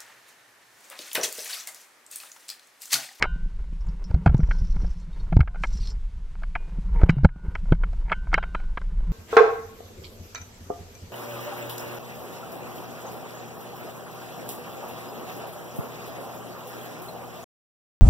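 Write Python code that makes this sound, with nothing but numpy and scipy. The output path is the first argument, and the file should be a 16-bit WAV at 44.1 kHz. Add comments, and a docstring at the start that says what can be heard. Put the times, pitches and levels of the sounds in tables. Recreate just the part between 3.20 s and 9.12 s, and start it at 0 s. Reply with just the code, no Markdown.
"""A climber moves two carabiners along a steel cable, heard inside a closed housing on the helmet.
Strap scuff, knocks and a ringing rung at once; weak jolts from 0.16 s, strong ones from 0.9 s; strands scratch
the carabiners at 1.2-2.7 s, more blows fall near 2.2 s; a clear ring at 3.4 s, then a strap drags and creaks
into heavy jolts at 3.8-4.1 s; knocks and rings to the end. Rumble, boom, rustle and air noise lie under all.
Noise bursts and clicks drive resonant modes; jolts and rings are decaying sines."""
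import sys
import numpy as np
from scipy import signal
from scipy.fft import rfft, irfft
from scipy.io import wavfile

SR = 44100
rng = np.random.default_rng(int(sys.argv[2]) if len(sys.argv) > 2 else 0)


def pcm_store(signal):
    """Save signal as 16-bit PCM."""
    levels = np.round(np.clip(np.atleast_2d(signal), -1, 1) * 32767)
    wavfile.write(sys.argv[1], SR, levels.astype(np.int16).T)


N = 261072

# air noise spectrum: (frequency [Hz], relative density [dB per Hz])
AIR = [(200, -1), (500, -11), (1000, -10), (2000, -12), (4000, -17.5), (8000, -24), (12000, -33.5),
       (15000, -54)]
# hiss opposite in the two channels: (frequency [Hz], relative density [dB per Hz])
SIDE_HISS = [(700, -31), (1500, -5.5), (2500, 0.5), (5000, -1), (9000, -6), (12000, -15), (15000, -40)]
# body movement through the mount: (time [s], mean deep rumble [dB], mean strap rustle [dB])
MOVE = [(0.0, -25, -52), (0.08, -28, -62), (0.4, -28, -62), (0.58, -31, -65), (0.69, -20, -52),
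        (0.81, -31, -60), (1.04, -33, -54), (1.12, -25, -45), (1.4, -21, -57), (1.65, -18, -55),
        (1.73, -27, -62), (1.85, -31, -64), (1.96, -30, -59), (2.01, -29, -50), (2.07, -26, -60),
        (2.2, -20, -64), (2.37, -30, -59), (2.47, -27, -60), (2.57, -23, -56), (2.85, -29.5, -66),
        (3.4, -32, -63), (3.7, -22, -56), (3.9, -15, -39), (4.06, -29, -68), (4.28, -22, -53),
        (4.4, -26, -61), (4.52, -21, -50), (4.75, -24, -59), (4.96, -28, -63), (5.09, -21, -56),
        (5.2, -24, -52), (5.35, -27, -61), (5.6, -30, -62), (5.92, -20, -51)]
# strap rustle spectrum: (frequency [Hz], relative density [dB per Hz])
RUSTLE = [(250, 1), (400, 3.5), (700, -12), (950, 0), (1300, -12), (2200, -14.5), (3500, -19),
          (6000, -27.5)]
# housing modes: (frequency [Hz], width [Hz], relative level [dB])
HOUSING = [(667, 233, 1), (905, 143, -2), (1380, 242, 3), (1637, 250, 1), (2160, 157, -2),
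           (2657, 460, -3.5), (3134, 185, -9)]
# treble modes of the housing: (frequency [Hz], width [Hz], relative level [dB])
HOUSING_TREBLE = [(3660, 1000, 9), (4840, 1200, 15), (5370, 1200, 13.5), (7300, 2700, 3), (9800, 2500, -9)]
# low modes shaken by every blow: (frequency [Hz], width [Hz], level re body for a 1 kHz blow [dB])
THUD = [(172, 45, -25), (440, 220, -19)]
# strap drags on the housing: (start [s], loudest [s], end [s], relative level at each of the three [dB] x3)
SCUFFS = [(0.0, 0.01, 0.022, -42, -42, -32), (3.62, 3.8, 4.02, -77, -43, -53),
          (4.85, 4.88, 4.905, -66, -48, -44)]
# jolts: (time [s], peak before ducking [dB], pitch [Hz], swings to fall 60 dB [count], push +1 / pull -1)
JOLTS = [(.16,-30,170,9.5,1),(.26,-32,170,7.5,-1),(0.527,-30.5,153,3.5,1),(.905,-15.5,62,2.1,-1),(.942,-5,61,4.9,1),(.961,-16.5,153,14.5,1),(1.062,-5,94,1.3,1),(1.07,0.5,127.6,10.8,-1),(1.092,-1.5,62,5.6,1),(1.113,-17,140,9.5,1),(1.145,-1,130,8.1,-1),(1.193,-8,157,15,1),(1.231,-5,53.6,4.6,-1),(1.288,-11,43,5.6,-1),(1.417,-14,57,3.1,1),(1.563,-24,150,9.3,1),(1.633,-24,165,8.1,1),(2.123,-16.5,165,30,1),(2.167,2.5,94,4.6,1),(2.192,-3.5,130,9.5,-1),(2.205,1,70.5,6.4,-1),(2.606,-20,43.4,6.9,1),(2.771,-21.5,40,3.7,1),(3.585,-25,165,12,1),(3.834,4.5,62,3.1,1),(3.894,4,156,9.4,-1),(3.968,-10.5,134.5,43,-1),(4.034,-4.5,59.6,1.3,1),(4.046,4,161.5,9.4,1),(4.053,8,83.6,3.3,-1),(4.16,-26,170,9.5,1),(4.283,-13.5,61,2.9,-1),(4.516,-18,90,2,-1),(4.522,-3.5,160,9,1),(4.523,-12,380,4,1),(4.545,-24,140,5,1)]
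# modes of the steel rung: (frequency [Hz], relative level [dB], usual time to fall 60 dB [s])
RUNG = [(710, -10, .3), (1034, -10, .37), (1448, 0, .42), (1534, -2, .62), (2441, -24, .55), (2826, -9, .4),
        (3052, -8, .28), (3693, -22, .55), (3951, -5, .16), (4705, -17, .15), (4813, -16, .12),
        (5420, -4, .09), (5700, -17, .14)]
# blows on the rung: (time [s], level [dB], favoured pitch [Hz], fall-off from it [dB/octave],
# ring time [share of usual])
RINGS = [(.026,-32.5,1700,3.5,.9),(1.312,-47.5,1450,12,.6),(2.277,-39,710,18,1.1),(2.344,-50,1450,14,.9),(2.437,-59,1900,12,.9),
         (3.353,-27,2435,140,1.1),(3.36,-58,1500,4,.9),(3.896,-37.5,3820,5,.9),(4.046,-46,1450,4.5,.9),(4.092,-45,1440,80,4.5),(4.29,-50,1540,40,.4),
         (4.918,-44,1400,12,1.1),(4.925,-42,3052,90,.9),(5.142,-41,1550,8,1.3),(5.143,-34,3052,40,.6),(5.144,-36,3690,90,1.1),(5.347,-47,1440,9,1.1),(5.349,-40,2441,90,.7),(5.35,-52,3850,50,1.1),(5.574,-56.5,3900,20,.7)]
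# carabiner modes: (frequency [Hz], nominal width [Hz], relative level in strokes [dB])
CARABINER = [(2850, 60, -9), (3730, 80, -13), (4310, 90, -1), (4760, 130, -5), (5280, 70, -4),
             (5410, 70, -1), (5650, 60, -8), (5850, 130, -2), (6010, 150, -4), (6850, 90, -14),
             (7100, 150, -14), (7340, 70, -11), (8050, 200, -14), (8920, 90, -8), (10500, 70, -23),
             (11500, 110, -25)]
# strokes along the cable: (start [s], loudest [s], end [s], relative level at each of the three [dB] x3,
# favoured pitch [Hz])
SLIDES = [(1.17, 1.33, 1.6, -67, -56.5, -66, 5700), (1.6, 1.65, 1.82, -67, -64, -68, 5400),
          (1.9, 2.008, 2.04, -76, -65, -72, 4300), (2.37, 2.44, 2.5, -68, -54, -58, 7500),
          (2.5, 2.58, 2.6, -58, -50.5, -55, 6400), (2.6, 2.67, 2.71, -56, -48, -56, 4800)]
# carabiners touching: (time [s], click level [dB], loudest pitch [Hz], held in contact 1 / hanging free 0)
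TICKS = [(0.608,-60,5300,0),(.668,-61,6900,0),(0.687,-53,4900,0),(0.842,-48,5260,0),
         (1.169,-49,5900,1),(1.18,-44,6850,1),(1.182,-52,4300,1),(1.706,-58,7900,1),(1.735,-59,7900,1),(1.8,-58,7700,1),(1.803,-67,7340,0),(1.93,-54,3800,0),(2.0,-51,3820,0),
         (2.575,-47,5280,0),(2.675,-45,4310,1),(2.676,-54,5260,0),(2.702,-52,7340,0),(2.705,-44,4900,0)]
# knocks: (time [s], body peak before ducking [dB], favoured pitch [Hz], treble peak re body [dB])
KNOCKS = [(0.024, -4.5, 2160, -10.5), (0.037, -11.5, 1300, -28), (0.049, -19, 950, -35),
          (0.91, -32.5, 600, -15), (0.943, -28, 708, -11), (1.06, -7, 619, -29.5), (1.073, -14, 1200, -25),
          (1.093, -22.5, 628, -32.5), (1.144, -25, 818, -11), (1.199, -26, 649, -33),
          (1.231, -34.5, 1650, -21), (1.285, -36, 700, -30), (1.309, -19, 1640, -26),
          (1.563, -37, 950, -26), (1.644, -34, 630, -27), (1.678, -52, 1400, 0), (2.124, -21, 608, -43),
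          (2.166, -19, 650, -16.5), (2.191, -24.5, 600, -38), (2.204, -14, 1350, -20),
          (2.228, -30, 704, -40.5), (2.274, -23.5, 1480, -43), (2.345, -33, 910, -38.5),
          (2.356, -30.5, 880, -31), (2.435, -16.5, 2030, -17), (2.446, -29, 780, -22),
          (2.47, -62, 2100, 15), (2.63, -60, 2100, 16), (2.672, -56, 2100, 22), (3.152, -40, 1065, -26),
          (3.22, -40, 700, -30), (3.232, -29, 1380, -22), (3.352, -17, 2150, -40), (3.357, -21, 900, -40),
          (3.814, -23.5, 786, -29), (3.833, -15, 684, -21.5), (3.887, -16, 670, -32),
          (3.893, -5, 1900, -19.5), (3.903, -22, 1090, -5.5), (3.981, -27.5, 724, -24),
          (4.036, -28, 605, -13), (4.046, -2.5, 594, -25), (4.056, -26, 704, -32), (4.087, -30, 1470, -35),
          (4.159, -38.5, 950, -34), (4.351, -20, 1710, -21), (4.455, -41, 950, -27),
          (4.489, -39, 900, -25.5), (4.521, -12, 600, -35), (4.548, -38, 1500, -12),
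          (4.634, -20.5, 1450, -42), (4.73, -39.5, 630, -12.5), (4.895, -27, 2160, -35),
          (4.91, -30, 900, -40), (4.917, -9.5, 1380, -35), (4.924, -14, 2160, -40), (5.069, -37, 950, -32),
          (5.116, -36, 1400, -37), (5.128, -15, 1100, -33), (5.14, -5, 2160, -17),
          (5.177, -11.5, 1000, -30), (5.186, -29, 940, -41), (5.226, -23, 2160, -30),
          (5.235, -23.5, 1480, -37), (5.347, -15, 1420, -32), (5.399, -37, 915, -27),
          (5.572, -19, 1380, -49), (5.614, -35, 1100, -15)]

AIR_DB, SIDE_HISS_DB, CUTOFF_HZ = -62.5, -79, 15700
BOOM_DB, BOOM_DB_PER_DB, USUAL_RUSTLE_DB = -44.5, 1.15, -57   # boom level at the usual rustle
CREAK_S, CREAK_HZ, CREAK_SAG_HZ_PER_S, CREAK_DB = (3.725, 3.78, 3.89), 500, 780, -44.5   # start, peak, end
STROKE_FADE_S = 0.018   # time constant after a stroke or drag ends
BOUNCE_S, DAMPING_S = 0.03, 0.04   # blows within a bounce ring together; time constant of stilling
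SLIDE_FOCUS_DB_PER_OCTAVE, TICK_FOCUS_DB_PER_OCTAVE = 16.0, 60
FREE_DAMPING, HELD_DAMPING, STROKE_DAMPING = 0.35, 2.2, 0.8   # share of the nominal carabiner widths
TAPS_PER_S, TAP_MAX_DB = 5, -48
RATTLE_S, RATTLE_S_PER_DB = 0.028, 0.00022   # rattle length at 0 dB, shorter for weaker blows
KNOCK_FOCUS_DB_PER_OCTAVE, THUD_DB_PER_OCTAVE, BODY_CUT_HZ = 8.8, 6.0, 5500


def from_db(db):
    """Decibels to gain."""
    return 10 ** (np.asarray(db, float) / 20)


def rms_one(x):
    """Scale to rms 1."""
    return x / np.sqrt(np.mean(x ** 2) + 1e-20)


def curve(rows, column):
    """One table column interpolated over the first, sample by sample."""
    rows = np.array(rows, float)
    return np.interp(np.arange(N) / SR, rows[:, 0], rows[:, column])


def drift(rate_hz):
    """Slow noise of rms about 1: two equal low-pass poles at rate_hz, run at SR / 40."""
    r = np.exp(-80 * np.pi * rate_hz / SR)
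    white = rng.standard_normal(N // 40 + 2002)
    slow = signal.lfilter([1], [1, -2 * r, r * r], white)[2000:]
    return np.interp(np.arange(N) / 40, np.arange(len(slow)), rms_one(slow))


def coloured(x, spectrum):
    """Shape by a spectrum, 12 dB/octave roll-off added below its first point; rms 1."""
    hz, db = np.transpose(spectrum)
    f = np.maximum(np.fft.rfftfreq(N, 1 / SR), 1)
    gain = from_db(np.interp(np.log(f), np.log(hz), db)) * np.minimum(f / hz[0], 1) ** 2
    return rms_one(irfft(rfft(x) * gain, N))


def resonance(x, hz, width_hz):
    """Two-pole resonance; a unit click rings as a decaying sine of starting amplitude about 1."""
    r, w = np.exp(-np.pi * width_hz / SR), 2 * np.pi * hz / SR
    return signal.lfilter([0, np.sin(w)], [1, -2 * r * np.cos(w), r * r], x + 1e-18)


def lowpass(x, order, hz):
    """Butterworth low-pass."""
    return signal.sosfilt(signal.butter(order, hz, fs=SR, output="sos"), x)


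def add(out, s, sound):
    """Mix a short sound in at a time."""
    i = round(s * SR)
    out[i:i + len(sound)] += sound[:N - i]


def grains(per_s, spread_db):
    """Random clicks of uneven size and sign."""
    sizes = from_db(spread_db * np.minimum(rng.exponential(1, N), 5)) * rng.choice([-1, 1], N)
    return sizes * (rng.random(N) < per_s / SR)


def gated(strokes):
    """Sum of stroke gains, each through its three levels, then fading exponentially."""
    t = np.arange(N) / SR
    total = 0
    for row in strokes:
        fade = np.exp(-np.maximum(t - row[2], 0) / STROKE_FADE_S)
        total = total + from_db(np.interp(t, row[:3], row[3:])) * (t >= row[0]) * fade
    return total


def air():
    """Broadband noise with a slightly wavering level."""
    level_db = AIR_DB + 1.0 * drift(14)
    return from_db(level_db) * coloured(rng.standard_normal(N), AIR)


def movement():
    """Sway as low-passed noise; chafing grit rustles through housing modes and its level drives a boom."""
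    white = rng.standard_normal((2, N))
    deep = signal.sosfilt(signal.butter(2, [18, 45], "band", fs=SR, output="sos"), white[0])
    deep = lowpass(deep, 1, 50)
    bumpy = white[1] + 0.9 * rms_one(grains(70, 3.0))
    boom = rms_one(resonance(resonance(bumpy, 174, 40), 170.7, 45))
    boom = boom + 0.35 * rms_one(resonance(bumpy, 95, 80))
    grit = grains(1500 * from_db(4.4 * drift(30)), 1.8)
    modes = sum((-1) ** m * from_db(g) * rms_one(resonance(grit, hz, w))
                for m, (hz, w, g) in enumerate(HOUSING))
    rustle = coloured(grit + 1.22 * rms_one(modes) * grit.std(), RUSTLE)

    chafe_db = curve(MOVE, 2)
    deep_db = curve(MOVE, 1) + 1.5 * drift(4)
    boom_db = BOOM_DB + BOOM_DB_PER_DB * (chafe_db - USUAL_RUSTLE_DB) + 4.3 * drift(18)
    rustle_db = chafe_db + 3.0 * drift(20)
    return from_db(deep_db) * rms_one(deep) + from_db(boom_db) * rms_one(boom) + from_db(rustle_db) * rustle


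def strap_scuffs():
    """A strap drags over the housing: dense gritty slips ring low and high resonances."""
    grit = grains(900 * from_db(4.0 * drift(40)), 2.5)
    low = rms_one(resonance(grit, 930, 90)) + 0.6 * rms_one(resonance(grit, 1400, 900))
    high = rms_one(resonance(grit, 2250, 180))
    return gated(SCUFFS) * from_db(3.0 * drift(25)) * rms_one(low - .5 * high)


def strap_creak():
    """The tightening strap creaks: a sine of falling pitch and its octave."""
    t = np.arange(N) / SR
    since = t - CREAK_S[0]
    phase = 2 * np.pi * (CREAK_HZ * since - CREAK_SAG_HZ_PER_S * since ** 2 / 2)
    creak = (np.sin(phase) + 1.3 * np.sin(2 * phase)) * np.interp(t, CREAK_S, [0, 1, .6], right=0)
    return from_db(CREAK_DB + 2.5 * drift(30)) * creak


def jolts():
    """Each jolt pushes or pulls the housing, which swings as a decaying sine."""
    out, t = np.zeros(N), np.arange(SR // 4) / SR
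    for s, db, hz, swings, direction in JOLTS:
        decay = from_db(-60 * t * hz / max(swings, .5))
        onset = 1 - np.exp(-t * hz / 0.087)
        swing = np.sin(2 * np.pi * hz * t) * decay * onset
        add(out, s, np.sign(direction) * from_db(db) * swing / np.abs(swing).max())
    return out


def rung():
    """Struck steel rings decaying sines, uneven by chance; the next contact after a bounce stills them."""
    strengths_db = rng.normal(0, 1.9, (len(RINGS), len(RUNG)))
    out, t = np.zeros(N), np.arange(SR * 3 // 5) / SR
    hz, g, t60_s = np.transpose(RUNG)[:, :, None]
    for k, (s, db, pitch_hz, fall_db, share) in enumerate(RINGS):
        until = min([later[0] - s for later in RINGS if later[0] > s + BOUNCE_S], default=t[-1])
        start_db = db + g - fall_db * np.abs(np.log2(hz / pitch_hz)) + strengths_db[k][:, None]
        level_db = start_db - 60 * t / (t60_s * max(share, .1))
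        ring = (from_db(level_db) * np.sin(2 * np.pi * hz * t)).sum(axis=0)
        add(out, s, ring * np.exp(-np.maximum(t - until, 0) / DAMPING_S))
    return out


def cable_strokes():
    """Cable strands scratch the carabiners: random slips ring the modes near each stroke's pitch, plus hiss."""
    scratch = rms_one(grains(2600 * from_db(4.0 * drift(30)), 3.4))
    dealt = rng.integers(0, 3, N)   # each slip reaches a third of the modes
    strokes = [gated([row[:6]]) for row in SLIDES]
    out = np.zeros(N)
    for m, (hz, w, g) in enumerate(CARABINER):
        reach = sum(stroke * from_db(-SLIDE_FOCUS_DB_PER_OCTAVE * abs(np.log2(hz / row[6])))
                    for stroke, row in zip(strokes, SLIDES))
        swell = from_db(g + 3.5 * drift(12))   # wandering contact point: modes swell separately
        slips = reach * scratch * (dealt == m % 3)
        out += 0.016 * swell * np.sqrt(w) * resonance(slips, hz, w * STROKE_DAMPING)
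    hiss_spectrum = [(2500, -2), (5500, 5.5), (8500, -5), (12000, -5), (16000, -44)]   # (Hz, dB)
    hiss = coloured(scratch + 0.3 * rng.standard_normal(N), hiss_spectrum)
    return out + 0.33 * sum(strokes) * hiss


def carabiner_touches():
    """Single clicks ring the modes near their pitch, damped more when held in contact."""
    at = [round(row[0] * SR) for row in TICKS]
    db, pitch_hz, held = np.array(TICKS)[:, 1:].T
    out = np.zeros(N)
    for hz, w, _ in CARABINER:
        for damping, chosen in [(FREE_DAMPING, held < .5), (HELD_DAMPING, held >= .5)]:
            clicks = np.zeros(N)
            focus_db = -TICK_FOCUS_DB_PER_OCTAVE * np.abs(np.log2(hz / pitch_hz))
            clicks[at] = from_db(db + focus_db) * chosen
            out += resonance(clicks, hz, w * damping)
    return out


def buckle_taps():
    """Faint buckle taps at random times, as rows like KNOCKS."""
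    chance = rng.random((60, 3))
    times = np.cumsum(-np.log(1 - chance[:, 0])) / TAPS_PER_S
    return [(s, TAP_MAX_DB - 10 * a, 650 * 2 ** b, -28)
            for s, (a, b) in zip(times, chance[:, 1:]) if s < N / SR]


def knocks():
    """Blows and taps: a short noise rattle excites housing body modes, treble modes and a low thud."""
    out, t = np.zeros(N), np.arange(SR // 8) / SR
    noise = rng.standard_normal((len(KNOCKS) + 60, len(t)))
    for k, (s, db, pitch_hz, treble_db) in enumerate(KNOCKS + buckle_taps()):
        length_s = max(RATTLE_S + RATTLE_S_PER_DB * db, .004)
        # builds up, holds, stops short
        blow = noise[k] * from_db(-60 * (t / length_s) ** 1.45) * (1 - np.exp(-t / 0.00069))
        body = 0
        for m, (hz, w, g) in enumerate(HOUSING):
            mode_db = g - KNOCK_FOCUS_DB_PER_OCTAVE * abs(np.log2(hz / pitch_hz))
            body = body + (-1) ** m * from_db(mode_db) * resonance(blow, hz, w)
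        body = lowpass(body, 2, BODY_CUT_HZ)   # the housing walls pass little above
        edge = sum((-1) ** m * from_db(g) * resonance(blow * np.exp(-t / .004), hz, w)
                   for m, (hz, w, g) in enumerate(HOUSING_TREBLE))
        thud = 0
        for hz, w, g in THUD:
            low = resonance(blow, hz, w)
            thud_db = g - THUD_DB_PER_OCTAVE * np.log2(pitch_hz / 1000)   # dull blows thud more
            thud = thud + from_db(thud_db) * low / np.abs(low).max()
        treble = from_db(treble_db) * edge / np.abs(edge).max()
        add(out, s, from_db(db) * (thud + body / np.abs(body).max() + treble))
    return out


def scene():
    """One capsule hears everything: both channels alike."""
    mono = air() + movement() + jolts() + knocks() + rung()
    mono = mono + strap_scuffs() + strap_creak() + cable_strokes() + carabiner_touches()
    return np.tile(mono, (2, 1))


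def record(dry):
    """Gain ducks after loud peaks, peaks clip, hiss opposes between channels, a low-pass ends the band."""
    level_db = 20 * np.log10(np.abs(dry[0]) + 1e-6)
    ramp_db = 60 * np.arange(N) / SR   # the held peak falls 60 dB per second
    held_db = np.maximum.accumulate(level_db + ramp_db) - ramp_db
    duck_db = -.6 * np.maximum(held_db + 10, 0)   # above -10 dB
    r = np.exp(-1 / (0.0037 * SR))   # 3.7 ms smoothing
    gain = from_db(signal.lfilter([1 - r], [1, -r], duck_db))
    wet = np.clip(dry * gain, -1, 1)
    side = from_db(SIDE_HISS_DB) * coloured(rng.standard_normal(N), SIDE_HISS)
    # faint noisy difference between the channels while ducked
    side += from_db(-30) * (1 - gain) * drift(80) * wet[0]
    band_limit = signal.cheby2(12, 70, CUTOFF_HZ, fs=SR, output="sos")
    return signal.sosfilt(band_limit, wet + side * [[1], [-1]])


dry = scene()
out = record(dry)
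pcm_store(out)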